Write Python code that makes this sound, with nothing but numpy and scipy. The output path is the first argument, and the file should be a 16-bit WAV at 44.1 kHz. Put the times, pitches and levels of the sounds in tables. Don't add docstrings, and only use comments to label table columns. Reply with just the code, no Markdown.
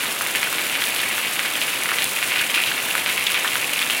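import sys
import numpy as np
from scipy import signal
from scipy.fft import rfft, irfft
from scipy.io import wavfile

SR = 44100
rng = np.random.default_rng(int(sys.argv[2]) if len(sys.argv) > 2 else 0)


def pcm_store(signal):
    levels = np.round(np.clip(np.atleast_2d(signal), -1, 1) * 32767)
    wavfile.write(sys.argv[1], SR, levels.astype(np.int16).T)


N = 176400
TIME = np.arange(N) / SR

# start_s, level_db, pitch_hz, spray_offset_db
WATER_LUMPS = [(0.0362, -12, 1770, -13), (0.0562, -10.5, 2250, -11), (0.2093, -10.5, 1400, -12),
               (0.2635, -9, 2240, -13), (0.3502, -6, 2180, -12), (0.4293, -5, 2200, -11),
               (0.5266, -12, 1390, -12), (0.5826, -6, 2260, -12.5), (0.7235, -17, 2190, -11),
               (0.7526, -7, 2270, -13), (0.82, -6.5, 2010, -11.5), (0.8809, -15, 2450, -11),
               (0.9617, -8, 2900, -18), (0.9921, -9.5, 2940, -9.5), (1.035, -10, 2270, -21),
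               (1.0829, -17, 2690, -13), (1.1252, -11, 2230, -9), (1.1798, -9.5, 1760, -13),
               (1.248, -9, 2240, -15), (1.3926, -4, 2210, -14), (1.4536, -11, 2120, -6),
               (1.6153, -5, 2800, -15), (1.6796, -13, 2540, -9), (1.704, -15, 2690, -15),
               (1.7525, -13, 2760, -9), (1.8567, -7, 1980, -18), (1.8895, -11, 1570, -10),
               (1.916, -7.5, 1510, -13), (1.9849, -5, 2230, -11), (2.0208, -6, 2760, -10),
               (2.1846, -14.5, 2510, -9), (2.2265, -5.5, 2190, -14), (2.3191, -7, 2220, -19),
               (2.3595, -4.5, 2180, -10), (2.381, -15, 2670, 1.5), (2.4982, -10, 2200, -15),
               (2.5421, -4.5, 2700, -7), (2.582, -7, 2240, -15), (2.6647, -12, 2980, -3),
               (2.719, -9.5, 3050, -17), (2.7794, -13, 2260, -9), (2.9517, -6.5, 1500, -21),
               (2.9792, -7.5, 2270, -15), (3.0609, -4, 2440, -10), (3.0899, -6.5, 2680, -7),
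               (3.1768, -9.5, 2240, -11), (3.2692, -18, 2230, -8), (3.2935, -10, 2570, -6),
               (3.3435, -6, 2630, -5.5), (3.4458, -9, 1260, -8), (3.5169, -15, 2810, -12),
               (3.5547, -6, 1500, -19), (3.76, -11, 2460, -17), (3.7913, -11.5, 2730, -8),
               (3.8157, -9, 2290, -10), (3.8987, -5.5, 2670, -8.5)]
# time_s, level_db
STREAM_FLOW = [(0.03, -26), (0.04, -30), (0.13, -32.5), (0.4, -24.5), (1.84, -25), (2.02, -21.5),
               (2.08, -25.5), (2.4, -20.5), (2.47, -26.5), (2.56, -19.5), (2.83, -26), (3.1, -22.5),
               (3.31, -21.5), (3.35, -21), (3.49, -24), (3.89, -23), (3.9, -22), (3.97, -23)]
# frequency_hz, gain_db
PATTER_SPECTRUM = [(400, -35.5), (800, -8), (1300, -10), (1800, -2), (2300, 3.5), (2800, 3.5),
                   (3600, -10.5), (5000, -10.5), (9000, -47)]
# start_s, level_db
NEAR_DROPS = [(0.219, -18), (0.2707, -19), (0.358, -18), (0.5267, -19), (0.9467, -15.5), (1.0869, -20),
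              (1.1503, -19), (1.8347, -15), (2.0415, -10.5), (2.4139, -19), (2.472, -23), (2.5016, -21),
              (2.6592, -17), (3.239, -17), (3.318, -16.5), (3.7333, -16)]
# frequency_hz, gain_db
TICK_SPECTRUM = [(500, -22.5), (1500, -5), (3000, 3), (5000, -2.5), (8000, 0), (9200, 0.5), (10000, 5),
                 (11200, -1.5), (13000, -3), (14500, 1.5), (16000, -5.5)]
# frequency_hz, gain_db
WASH_SPECTRUM = [(25, -38), (55, -33), (75, -14), (110, -4.5), (200, -1.5), (290, 1.5), (400, 0.5),
                 (520, 2), (800, 1), (1400, 2), (2500, 3), (3600, 1.5), (5200, -8.5), (8500, -6),
                 (10000, -4), (12000, -6), (16000, -15)]

SLAP_DB, SLAP_Q, SLAP_DELAY_S, SLAP_BAND_HZ = 3.5, 2.3, 0.000898, (810, 4260)
SPRAY_PER_S, SPRAY_RISE_S, SPRAY_DECAY_S, SPRAY_DB, MIST_DB = 900, 0.0034, 0.026, -3, -19.5
PATTER_PER_S, PATTER_DB = 1100, -3
BUBBLES_PER_S, BUBBLE_CYCLES, BUBBLE_DB = 110, 20, -8
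WALL_ECHO_S, WALL_ECHO_DB = 0.00405, -10.5
YARD_T60_S, YARD_DB = 0.24, -12.5
TICKS_PER_S, TICK_DECAY_S, TICK_DB, NEAR_DROP_DB = 650, 0.0012, -30, 9
WASH_DB = -27.5
CUTOFF_HZ = 15950


def slaps(size=6000):
    out, t = np.zeros(N), TIME[:size]
    band = signal.butter(2, SLAP_BAND_HZ, "band", fs=SR, output="sos")
    push = signal.sosfilt(band, (t == 0) + 1e-18)
    envelope = np.exp(-t / SPRAY_DECAY_S) * (1 - np.exp(-t / SPRAY_RISE_S))
    for start_s, level_db, pitch_hz, spray_offset_db in WATER_LUMPS:
        ring = resonate(push, pitch_hz, SLAP_Q)
        slap = from_db(SLAP_DB) * ring / np.abs(ring).max()
        landings = rng.random(size) < SPRAY_PER_S / SR
        droplets = landings * rng.uniform(0.36, 1, size) * rng.choice([-1, 1], size)
        splash = unit_rms(resonate(signal.sosfilt(band, droplets), pitch_hz, q=1.5))
        mist = from_db(MIST_DB) * unit_rms(droplets)
        spray = from_db(SPRAY_DB + spray_offset_db) * envelope * (splash + mist)
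        add(out, start_s + SLAP_DELAY_S, from_db(level_db) * (slap + spray))
    return out


def stream():
    splashes = impacts(PATTER_PER_S * from_db(3 * drift(25)), spread_db=4)
    patter = ring_clicks(splashes, low_hz=900, high_hz=4500, q=2.15)
    patter = unit_rms(colour(patter, PATTER_SPECTRUM))
    births = impacts(BUBBLES_PER_S, spread_db=6)
    bubble_q = BUBBLE_CYCLES * np.pi / np.log(1000)
    bubbles = ring_clicks(births, low_hz=1522, high_hz=3590, q=bubble_q, count=28)
    flow_db = np.interp(TIME, *np.transpose(STREAM_FLOW))
    return from_db(flow_db) * (from_db(PATTER_DB) * patter + from_db(BUBBLE_DB) * bubbles)


def wall_echo(x):
    return from_db(WALL_ECHO_DB) * np.interp(TIME - WALL_ECHO_S, TIME, x, left=0)


def yard_reverb(x):
    echoes = (rng.random(N) < 1500 / SR) * rng.standard_normal(N)
    echoes *= from_db(-60 * TIME / YARD_T60_S) * (TIME > 0.006)
    return from_db(YARD_DB) * signal.fftconvolve(x, echoes / np.sqrt(np.sum(echoes ** 2)))[:N]


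def raindrops(size=400):
    clicks = impacts(TICKS_PER_S * from_db(3.7 * drift(25)), spread_db=2.5)
    energy = signal.lfilter([1], [1, -np.exp(-2 / (TICK_DECAY_S * SR))], clicks ** 2 + 1e-18)
    bursts = np.sqrt(energy) * rng.standard_normal(N)
    ticks = unit_rms(bursts) + from_db(-15) * ring_clicks(clicks, low_hz=3000, high_hz=14000, q=1.5)
    near = np.zeros(N)
    for start_s, level_db in NEAR_DROPS:
        crackle = rng.standard_normal(size) * np.exp(-TIME[:size] / 0.0017)
        add(near, start_s + 0.00069, from_db(level_db + NEAR_DROP_DB) * crackle / np.abs(crackle).max())
    return from_db(TICK_DB) * unit_rms(colour(ticks, TICK_SPECTRUM)) + colour(near, TICK_SPECTRUM)


def far_rain():
    return from_db(WASH_DB + 0.29 * drift(8.6)) * unit_rms(colour(rng.standard_normal(N), WASH_SPECTRUM))


def impacts(per_s, spread_db):
    arrivals = rng.random(N) < per_s / SR
    level_db = spread_db * np.minimum(rng.exponential(1, N), 3.4)
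    return arrivals * from_db(level_db) * rng.choice([-1, 1], N)


def resonate(x, hz, q):
    return signal.lfilter(*signal.iirpeak(hz, max(q, 0.5), fs=SR), x + 1e-18)


def ring_clicks(clicks, low_hz, high_hz, q, count=16):
    chosen = rng.integers(0, count, N)
    pitches_hz = np.geomspace(low_hz, high_hz, count)
    return unit_rms(sum(resonate(clicks * (chosen == k), hz, q) for k, hz in enumerate(pitches_hz)))


def drift(corner_hz, hop=40):
    pole = np.exp(-2 * np.pi * corner_hz * hop / SR)
    noise = rng.standard_normal(N // hop + 2002)
    settled = signal.lfilter([1], [1, -2 * pole, pole * pole], noise)[2000:]
    return np.interp(np.arange(N) / hop, np.arange(len(settled)), unit_rms(settled))


def colour(x, spectrum):
    hz, db = np.transpose(spectrum)
    grid_hz = np.maximum(np.arange(N + 1) * SR / (2 * N), 1)
    gain = from_db(np.interp(np.log(grid_hz), np.log(hz), db))
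    cepstrum = irfft(np.log(gain))
    cepstrum[1:N] *= 2
    cepstrum[N + 1:] = 0
    return irfft(rfft(x, 2 * N) * np.exp(rfft(cepstrum)))[:N]


def from_db(db):
    return 10 ** (np.asarray(db) / 20)


def unit_rms(x):
    return x / np.sqrt(np.mean(x ** 2) + 1e-20)


def add(out, start_s, sound):
    i = int(np.clip(start_s * SR, 0, N - 1))
    out[i:i + len(sound)] += sound[:N - i]


def scene():
    spout = slaps() + stream()
    spout += wall_echo(spout)
    spout += yard_reverb(spout)
    return (from_db(-2) * spout + raindrops() + far_rain())[None]


def record(dry):
    return signal.sosfilt(signal.ellip(12, 0.1, 80, CUTOFF_HZ, fs=SR, output="sos"), dry)


dry = scene()
out = record(dry)
pcm_store(out)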